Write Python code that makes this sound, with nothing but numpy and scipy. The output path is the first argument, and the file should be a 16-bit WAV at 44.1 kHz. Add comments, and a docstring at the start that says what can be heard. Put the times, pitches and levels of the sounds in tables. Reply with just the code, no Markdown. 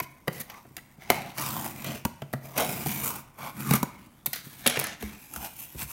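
"""A short click with a soft thump, close to the microphone: a knife opens a small taped cardboard box
on a wooden table in a small room. The blade pokes in, slices the seam in two strokes and knocks on the lid;
the last of the label tears, then creases crack as the flaps fold back and hands slide over the board.
Filtered noise makes rubbing and breaking fibres, decaying sines ring in the knocks and thumps,
and decaying noise gives the room's answer over a faint steady background."""
import sys
import numpy as np
from scipy import signal
from scipy.fft import rfft, irfft, next_fast_len
from scipy.io import wavfile
from scipy.ndimage import uniform_filter1d, map_coordinates

SR = 44100
rng = np.random.default_rng(int(sys.argv[2]) if len(sys.argv) > 2 else 0)


def to_wav(sig):
    """Store sig (one row per channel, or 1-D mono) as 16-bit WAV at the path in sys.argv[1].

    Samples outside -1..1 are clipped; the rate is SR.
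    """
    pcm = np.clip(np.atleast_2d(sig), -1, 1) * 32767
    pcm = np.round(pcm).astype(np.int16)
    wavfile.write(sys.argv[1], SR, pcm.T)  # frames by channels


N = 261423
TIME = np.arange(N) / SR  # s
HIT = TIME[:SR // 3]  # s since a contact

# strokes of the blade: the tip works in, then two passes along the seam, the second through the label
# [start_s, length_s, swell_db from start to end, relative levels board_db, rasp_db, hiss_db, shudder_db,
#  panel_hz, rasp_hz]
BLADE_STROKES = [(0.327, 0.077, 1.5, -47.5, -50, -48, -47.5, 540, 2090),
                 (0.498, .09, -4, -51, -55, -60.5, -59, 1030, 2120),
                 (1.011, 0.087, -1, -54, -54, -63.5, -58, 745, 2070),
                 (1.122, .2, -17, -42, -45.5, -51, -43, 650, 2220),
                 (1.383, .08, -1.5, -38, -38.5, -37, -39.5, 1020, 5870),
                 (1.49, .175, 0.5, -36.5, -42.5, -38, -37, 970, 3070),
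                 (1.691, .15, 0.5, -45.5, -50.5, -47, -42, 620, 2360),
                 (1.868, .11, -7, -39, -43.5, -46, -38.5, 630, 2900),
                 (2.444, 0.092, -5, -49, -56.5, -52, -52.5, 645, 2400),
                 (2.585, 0.032, 2, -23, -30, -30.5, -32.5, 600, 2490),
                 (2.647, .19, -4, -38, -42.5, -38, -38, 750, 2400),
                 (2.87, .15, -5, -41, -42, -35, -36.5, 890, 2380),
                 (3.033, .045, 3, -40, -43.5, -29.5, -43.5, 1140, 2250),
                 (3.102, 0.082, -3, -39, -47.5, -41.5, -43, 1110, 2530)]
# flaps and hands slide: the first flap is lifted, its crease bent back in two pushes, then the second flap
# while palms rustle on the tipped box [same columns as the blade strokes]
HAND_SLIDES = [(3.412, .085, -2, -38.5, -48.5, -48, -44.5, 980, 2240),
               (3.57, .13, 8.5, -40.5, -47, -41.5, -36.5, 1130, 2480),
               (3.732, 0.027, -1.5, -29.5, -34, -34, -30, 1110, 2300),
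               (3.853, 0.22, -9.5, -77, -62, -63.5, -49, 1160, 2230),
               (4.349, .06, -5.5, -51, -44, -47, -52.5, 1430, 4250),
               (4.459, 0.22, -1.5, -58, -54.5, -51, -54.5, 900, 3840),
               (4.684, .08, -3, -37, -33, -51, -45, 544, 3370),
               (4.786, .14, -7.5, -40, -38, -55.5, -45.5, 760, 1690),
               (5.009, .15, -4, -51, -50.5, -51.5, -47.5, 840, 2220),
               (5.337, .105, 3.5, -46.5, -52.5, -45.5, -48, 900, 2820),
               (5.45, .012, -1.5, -39, -41.5, -38.5, -50, 824, 2750),
               (5.199, .65, 0.5, -67, -57.5, -52, -67, 930, 2700),
               (5.59, 0.056, -2.5, -56, -53, -42.5, -53.5, 900, 2700),
               (5.8, 0.022, 1.5, -44.5, -42, -36, -44, 980, 2670),
               (5.895, .035, -0.5, -54, -51.5, -42, -74, 980, 2620)]
# spectrum of the cardboard panels [frequency_hz, relative level_db]
PANEL_SPECTRUM = [(230, -12), (370, -3), (530, -6), (600, -7), (720, -5), (920, -6), (1200, -5.5),
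                  (1500, -7), (2100, -28.5)]
# spectrum of torn fibres [frequency_hz, relative level_db]
FIBRE_SPECTRUM = [(1000, -23.5), (1500, 0.5), (2200, 2.5), (2900, -1.5), (4200, -3.5), (6000, -4.5),
                  (8000, -13.5)]
# spectrum of a sharp crack in tape or crease [frequency_hz, relative level_db]
CRACK_SPECTRUM = [(4500, -22), (6200, 1), (8500, 1.5), (10200, 4.5), (12500, 4.5), (15500, 4),
                  (17000, -8.5)]


def amp(db):
    """Decibels to gain."""
    return 10 ** (np.asarray(db) / 20)


def unit(x):
    """Scale to rms 1."""
    return x / np.sqrt(np.mean(x ** 2) + 1e-20)


def burst(x):
    """Scale a short sound to the energy of 10 ms at rms 1."""
    return x / np.sqrt(np.sum(x ** 2) / (.01 * SR) + 1e-20)


def add(track, s, sound):
    """Mix a sound into the track at time s."""
    start = max(round(s * SR), 0)
    track[start:start + len(sound)] += sound[:N - start]


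def along(points, hz):
    """Read (Hz, value) points on a log frequency axis."""
    f, value = np.transpose(points)
    return np.interp(np.log(hz + 1), np.log(f), value)


def wobble(count, size):
    """A smooth random curve of spread about 1, with count knots over size samples."""
    return map_coordinates(rng.standard_normal(count + 2), [np.linspace(0, count, size)])


def hump(hz, centre_hz, width):
    """A resonance on a log axis, top 1, falling to one half at width octaves from its centre."""
    return 1 / (1 + (np.log2((hz + 1) / centre_hz) / width) ** 2)


def colour(x, spectrum, ripple_db=0, peak_hz=1000, peak_db=0, count=150):
    """Causal filter with one main resonance; the ripple stands for the many small ones."""
    m = next_fast_len(len(x) + 4096, True) // 2 * 2
    hz = np.fft.rfftfreq(m, 1 / SR)
    below = np.maximum(np.log2(spectrum[0][0] / (hz + 1)), 0)
    above = np.maximum(np.log2((hz + 1) / spectrum[-1][0]), 0)
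    skirts_db = -10 * (below + above)  # 10 dB per octave outside the points
    peaks_db = peak_db * hump(hz, peak_hz, width=0.14) + ripple_db * wobble(count, len(hz))
    # folding the cepstrum forward gives minimum phase: no sound ahead of the contact
    cepstrum = irfft(np.log(amp(along(spectrum, hz) + skirts_db + peaks_db)), m)
    cepstrum[1:m // 2] *= 2
    cepstrum[m // 2 + 1:] = 0
    return irfft(rfft(x, m) * np.exp(rfft(cepstrum)), m)[:len(x)]


def resonate(x, modes):
    """Pass x through (Hz, width in Hz, dB) resonances."""
    m = next_fast_len(len(x) + SR // 10)
    f = np.fft.rfftfreq(m, 1 / SR)
    body = sum(amp(db) * 1j * f * w / (c * c - f * f + 1j * f * w) for c, w, db in modes)
    return irfft(rfft(x, m) * body, m)[:len(x)]


def place(s):
    """The place of contact picks the resonances of panel and fibres; they glide from stroke to stroke."""
    start, length, *_, panel_hz, rasp_hz = np.transpose([*BLADE_STROKES, *HAND_SLIDES])
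    middle = start + length / 2
    return [np.interp(s, middle, hz) for hz in (panel_hz, rasp_hz)]


def crack_at(s):
    """Resonance of a crack in Hz: tape up to 4.5 s, bending creases from then on."""
    return np.where(s < 4.5, 13040, 10700)


def stroke_power(rows, rise, fall):
    """Power of board, rasp, hiss and shudder: strokes rise, swell or fade evenly, and fall (dB per s)."""
    power = np.zeros((4, N))
    for start, length, swell_db, *levels_db, _, _ in rows:
        near = slice(*np.searchsorted(TIME, [start - .2, start + length + .2]))
        t = TIME[near] - start
        shape_db = swell_db * (np.clip(t / length, 0, 1) - .5)
        shape_db = shape_db - rise * np.maximum(-t, 0) - fall * np.maximum(t - length, 0)
        power[:, near] += np.outer(amp(levels_db), amp(shape_db)) ** 2
    return power


def effort():
    """Relative levels in dB of board, rasp, hiss and shudder under blade and hands together."""
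    # the hand that steadies the box [relative levels board_db, rasp_db, hiss_db, shudder_db]
    holding_db = [-70.5, -68, -67, -59]
    blade = stroke_power(BLADE_STROKES, rise=546, fall=330)  # the blade grips and lets go
    hands = stroke_power(HAND_SLIDES, rise=426.5, fall=406)
    holding = amp(holding_db)[:, None] ** 2
    uneven_db = 1.26 * wobble(count=360, size=N)  # the pressure of the hand wavers
    return 10 * np.log10(blade + hands + holding) + uneven_db


def catches(rate, spread_db, life, smooth):
    """Stick and slip: tiny releases, rate per s, of uneven size, fading over life s, on smooth sliding."""
    sizes = amp(spread_db * np.clip(rng.standard_normal(N), -2, 2))
    slips = (rng.random(N) < rate / SR) * sizes ** 2
    power = signal.lfilter([1], [1, -np.exp(-1 / (life * SR))], slips)
    return unit(np.sqrt(power / power.mean() + smooth))


def drift(x, centre_hz, peak_db, width, depth_db):
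    """Resonances shift as the contact travels over the board: one strong, many weak."""
    hz, t, z = signal.stft(x, SR, nperseg=512)
    field = uniform_filter1d(rng.standard_normal(z.shape), size=3, axis=0)
    field = uniform_filter1d(field, size=24, axis=1)
    main = hump(hz[:, None], np.interp(t, TIME, centre_hz), width)
    moving = z * amp(peak_db * main + depth_db * unit(field))
    return unit(signal.istft(moving, nperseg=512)[1][:N])


def rubbing(board_db, rasp_db, hiss_db):
    """The edge catches on fibres; each catch sounds in panel, fibres and tape at once."""
    # spectrum of the edge on the tape [frequency_hz, relative level_db]
    tape_spectrum = [(4500, -19), (6200, -7), (8000, -5.5), (10500, -3.5), (13000, 0), (15500, -2.5),
                     (17000, -1.5)]
    panel_hz, rasp_hz = place(TIME)
    grain = catches(rate=420, spread_db=2.8, life=.0008, smooth=.35)
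    # skin and loose flaps slide more evenly than the blade cuts
    bite = np.interp(TIME, [3.1, 3.3], [.95, .75])

    def scrape(spectrum, share):
        """Noise that follows the catches by the given share."""
        return colour((share * grain + 1 - share) * rng.standard_normal(N), spectrum)

    # the heavy panel follows single catches less than the tape does
    board = drift(scrape(PANEL_SPECTRUM, bite / 2), panel_hz, peak_db=12, width=.34, depth_db=2.8)
    rasp = drift(scrape(FIBRE_SPECTRUM, .8 * bite), rasp_hz, peak_db=7, width=.15, depth_db=2.8)
    hiss = drift(scrape(tape_spectrum, bite), crack_at(TIME), peak_db=0.5, width=0.23, depth_db=3.0)
    return amp(board_db - 3.0) * board + amp(rasp_db - 0.5) * rasp + amp(hiss_db + 1.0) * hiss


def shudder(level_db):
    """Dragging and bending shake the hollow box at its low resonances."""
    # low resonances of the box [frequency_hz, width_hz, relative level_db]
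    box_modes = [(69, 14, -28), (135.4, 3.8, 9.5), (159, 99, -3.5), (209, 70, -2), (280, 310, -12.5)]
    hollow = resonate(rng.standard_normal(N), box_modes)
    hollow = colour(hollow, [(25, -32), (60, 0.5), (350, -0.5), (600, -41.0)])
    return amp(level_db - 2.0) * unit(hollow)


def fracture(hold, t60):
    """A run of breaking fibres: the first is the hardest, the rest go on for hold seconds and die."""
    first = .7 * np.exp(-HIT / .0004)
    rest = amp(-60 * np.maximum(HIT - hold, 0) / t60)
    return rng.standard_normal(len(HIT)) * (first + rest)


def clack(s, hardness_db, hold, t60):
    """The fibre layer answers a contact; a soft one, with little crack, loses its upper range."""
    tilt_db = np.clip(1.35 * hardness_db, -9, 2)  # per octave above 2400 Hz
    spectrum = [(hz, db + tilt_db * max(np.log2(hz / 2400), 0)) for hz, db in FIBRE_SPECTRUM]
    return burst(colour(fracture(hold, t60), spectrum, ripple_db=3.1, peak_hz=place(s)[1], peak_db=6.5))


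def thump(hz, t60):
    """The whole lid swings on the air inside and shakes the walls."""
    swing = np.sin(2 * np.pi * hz * HIT) * amp(-60 * HIT / t60) * (1 - np.exp(-HIT / 0.0095))
    wall_spectrum = [(30, -63.5), (70, -21), (140, 1.0), (250, 3.5), (380, -5.5), (600, -16.5)]
    walls = colour(fracture(hold=0.0042, t60=0.048), wall_spectrum)
    return burst(burst(swing) + 0.79 * burst(walls))


def knocks():
    """A crack at the contact, then the panel knocks and the lid thumps; a soft contact gives only the thump."""
    # blade or flap strikes the box
    # [start_s, relative levels crack_db, clack_db, knock_db, knock_hz, thump_db, thump_hz, thump_t60_s]
    blows = [(0.2792, -37, -28, -25.5, 506, -27.5, 171, 0.052),
             (0.652, -92, -69, -52.5, 688, -51, 123, .074),
             (0.7668, -39.5, -40.5, -50.5, 705, -51, 115, 0.07),
             (1.1015, -22, -19, -16, 700, -29.5, 333, .21),
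             (2.051, -30.5, -33, -27, 954, -22.5, 162, 0.016),
             (2.2195, -53, -43.5, -36, 660, -32.5, 143, 0.091), (2.335, -42, -36, -30, 644, -26, 132, 0.13),
             (2.86, -36, -41.5, -32.5, 780, -26, 159, 0.057),
             (3.709, -27.5, -30.5, -29.5, 850, -16, 165, 0.04),
             (3.7359, -23, -29, -25.5, 1240, -21, 203, 0.031),
             (3.829, -31, -36, -25, 985, -22.5, 225, 0.018),
             (4.665, -23.5, -23, -25.5, 550, -27, 235, 0.095),
             (4.771, -39, -28.5, -29, 486, -33.5, 132, 0.12),
             (5.025, -42.5, -42.5, -45, 750, -30.5, 207.6, 0.38),
             (5.361, -37, -43, -39.5, 1360, -42.5, 200, .09), (5.819, -43, -42, -47, 760, -37.5, 109, 0.1)]
    # soft low thumps of the box [start_s, relative level_db]
    soft_thumps = [(0.014, -38.5), (0.403, -41.5), (0.707, -48.5), (0.981, -46), (1.159, -44.5),
                   (1.887, -33), (4.273, -38.5), (4.465, -41), (5.748, -38), (5.845, -44)]
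    out = np.zeros(N)
    for s, crack_db, clack_db, knock_db, knock_hz, thump_db, thump_hz, t60 in blows:
        crack = fracture(hold=0.0015, t60=0.02)
        crack = burst(colour(crack, CRACK_SPECTRUM, ripple_db=1.5, peak_hz=crack_at(s), peak_db=3.0))
        fibres = clack(s, crack_db - clack_db, hold=0.0032, t60=0.011)
        add(out, s, amp(crack_db) * crack + amp(clack_db) * fibres)
        panel = burst(colour(fracture(hold=0.001, t60=0.049), PANEL_SPECTRUM))
        ring = burst(np.sin(2 * np.pi * knock_hz * HIT) * amp(-60 * HIT / 0.029))
        knock = burst(panel + 1.56 * ring)
        # the larger parts speak a little later
        add(out, s + 0.00116, amp(knock_db) * knock + amp(thump_db) * thump(thump_hz, t60))
    for s, db in soft_thumps:
        add(out, s, amp(db) * thump(hz=144, t60=0.055))
    return out


def snap(s, length, crack_db, clack_db, board_db):
    """A snap, tick or short scrape: brief noise in crack, fibres and board, with a colour of its own."""
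    crack = fracture(hold=length, t60=0.006)
    crack = burst(colour(crack, CRACK_SPECTRUM, ripple_db=1.0, peak_hz=crack_at(s), peak_db=8.5))
    fibres = clack(s, crack_db - clack_db, hold=length + 0.0052, t60=0.02)
    board = fracture(hold=length, t60=0.028)
    board = burst(colour(board, PANEL_SPECTRUM, ripple_db=5.0, peak_hz=place(s)[0], peak_db=0.5))
    return amp(crack_db) * crack + amp(clack_db) * fibres + amp(board_db) * board


def snaps():
    """Snaps of tape and crease, with small ticks and short scrapes."""
    # snaps, ticks and short scrapes, some very faint
    # [start_s, hold_s before it dies, relative levels crack_db, clack_db, board_db]
    snap_rows = [(0.001, 0.00033, -33, -31, -29), (0.025, 0.014, -42, -44.5, -54),
                 (0.274, 0.00076, -52, -58, -36.5), (0.401, 0.015, -33, -40, -53),
                 (0.499, 0.0027, -45.5, -43.5, -47), (0.541, 0.0035, -57, -49, -53),
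                 (0.778, 0.0049, -51.5, -44.5, -49), (1.3822, 0.0012, -36, -34.5, -40),
                 (1.845, 0.00062, -39, -38.5, -40.5), (2.3296, 0.0045, -42, -46, -44),
                 (2.577, 0.0059, -26, -28, -30.5), (2.892, 0.0013, -39, -38, -48.5),
                 (2.916, 0.00085, -37.5, -40, -50), (3.388, .002, -50, -53, -45),
                 (3.753, .009, -26, -35, -30.5), (4.2598, 0.0056, -23, -33.5, -38),
                 (4.331, 0.0039, -29.5, -32, -43), (4.357, 0.0057, -39, -44, -50),
                 (4.6614, .001, -42, -25.5, -27), (4.6744, .001, -19, -22, -34),
                 (4.6985, .001, -31, -32, -38), (4.792, 0.0013, -30, -33, -35),
                 (4.7975, 0.00088, -26.5, -42, -44), (4.812, .001, -39.5, -38, -38),
                 (4.8408, 0.0017, -31, -35, -39), (4.8684, .002, -38, -39, -40),
                 (5.338, 0.00078, -38, -52, -47.5)]
    out = np.zeros(N)
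    for row in snap_rows:
        add(out, row[0], snap(*row))
    return out


def crackle(board_db, rasp_db, hiss_db, count=16, level_db=-4, spread_db=2):
    """Small bundles break at random, most often where the rubbing is hardest; their level follows it."""
    out = np.zeros(N)
    strain = np.cumsum(np.sqrt(amp(rasp_db) + amp(hiss_db)))
    # one break at random in each equal share of the strain
    shares = (np.arange(count) + rng.random(count)) / count
    moments = np.searchsorted(strain, shares * strain[-1])
    for i, size in zip(moments, 2 * rng.random(count) - 1):
        small = snap(i / SR, .001, hiss_db[i], rasp_db[i], board_db[i])
        add(out, i / SR, amp(level_db + spread_db * size) * small)
    return out


def bumps(table_hz=62):
    """The tilted box settles with soft thuds of the table top."""
    # the box rocks on the table [start_s, relative level_db]
    rocks = [(5.031, -33), (5.37, -38.5), (5.751, -38.5), (5.841, -42.5)]
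    out = np.zeros(N)
    swing = np.sin(2 * np.pi * table_hz * HIT) * amp(-60 * HIT / 0.15)
    thud = burst(swing * (1 - np.exp(-HIT / .008)))
    for s, db in rocks:
        add(out, s, amp(db) * thud)
    return out


def room(x):
    """The walls' answer builds up over about a millisecond, then dies, soonest in the high treble."""
    # reverberation of the room [frequency_hz, t60_s]
    decay = [(100, 0.52), (500, 0.61), (2000, 0.7), (6000, 0.43), (15000, 0.19)]
    hz, t, z = signal.stft(rng.standard_normal(SR // 2), SR, nperseg=256)
    fading = z * amp(-60 * t / along(decay, hz)[:, None])
    tail = signal.istft(fading, SR, nperseg=256)[1]
    tail = tail * (1 - np.exp(-TIME[:len(tail)] / 0.0013))
    wet = signal.fftconvolve(x, tail / np.linalg.norm(tail))[:N]
    return colour(wet, [(40, 4), (300, -3.5), (2000, -2), (6000, -1.0), (15000, 3.5)])


def background():
    """The room's faint steady noise, strongest in the bass."""
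    # spectrum of the quiet room [frequency_hz, relative level_db]
    quiet_spectrum = [(20, 16), (60, 9.5), (140, 6), (400, -5.5), (1000, -3.5), (4000, -36), (9000, -18),
                      (16000, -69)]
    return amp(-58.5) * unit(colour(rng.standard_normal(N), quiet_spectrum))


def scene():
    """Box sounds, their echo and the room's faint background."""
    *levels_db, shudder_db = effort()
    friction = rubbing(*levels_db) + shudder(shudder_db) + bumps()
    hits = knocks() + snaps() + crackle(*levels_db)
    # the air in the box hums on after each blow
    hits = hits + resonate(hits, [(133.5, 2.6, 0)])
    echo = room(amp(-12.5) * hits + amp(-11.5) * friction)
    return (hits + friction + echo + background())[None]


def record(dry):
    """The microphone thins the deepest bass; a steep filter cuts what lies above 15850 Hz."""
    bass = signal.butter(2, 48, "highpass", fs=SR, output="sos")
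    top = signal.ellip(10, .3, 80, 15850, fs=SR, output="sos")
    return signal.sosfilt(np.vstack([bass, top]), dry)


dry = scene()
out = record(dry)
to_wav(out)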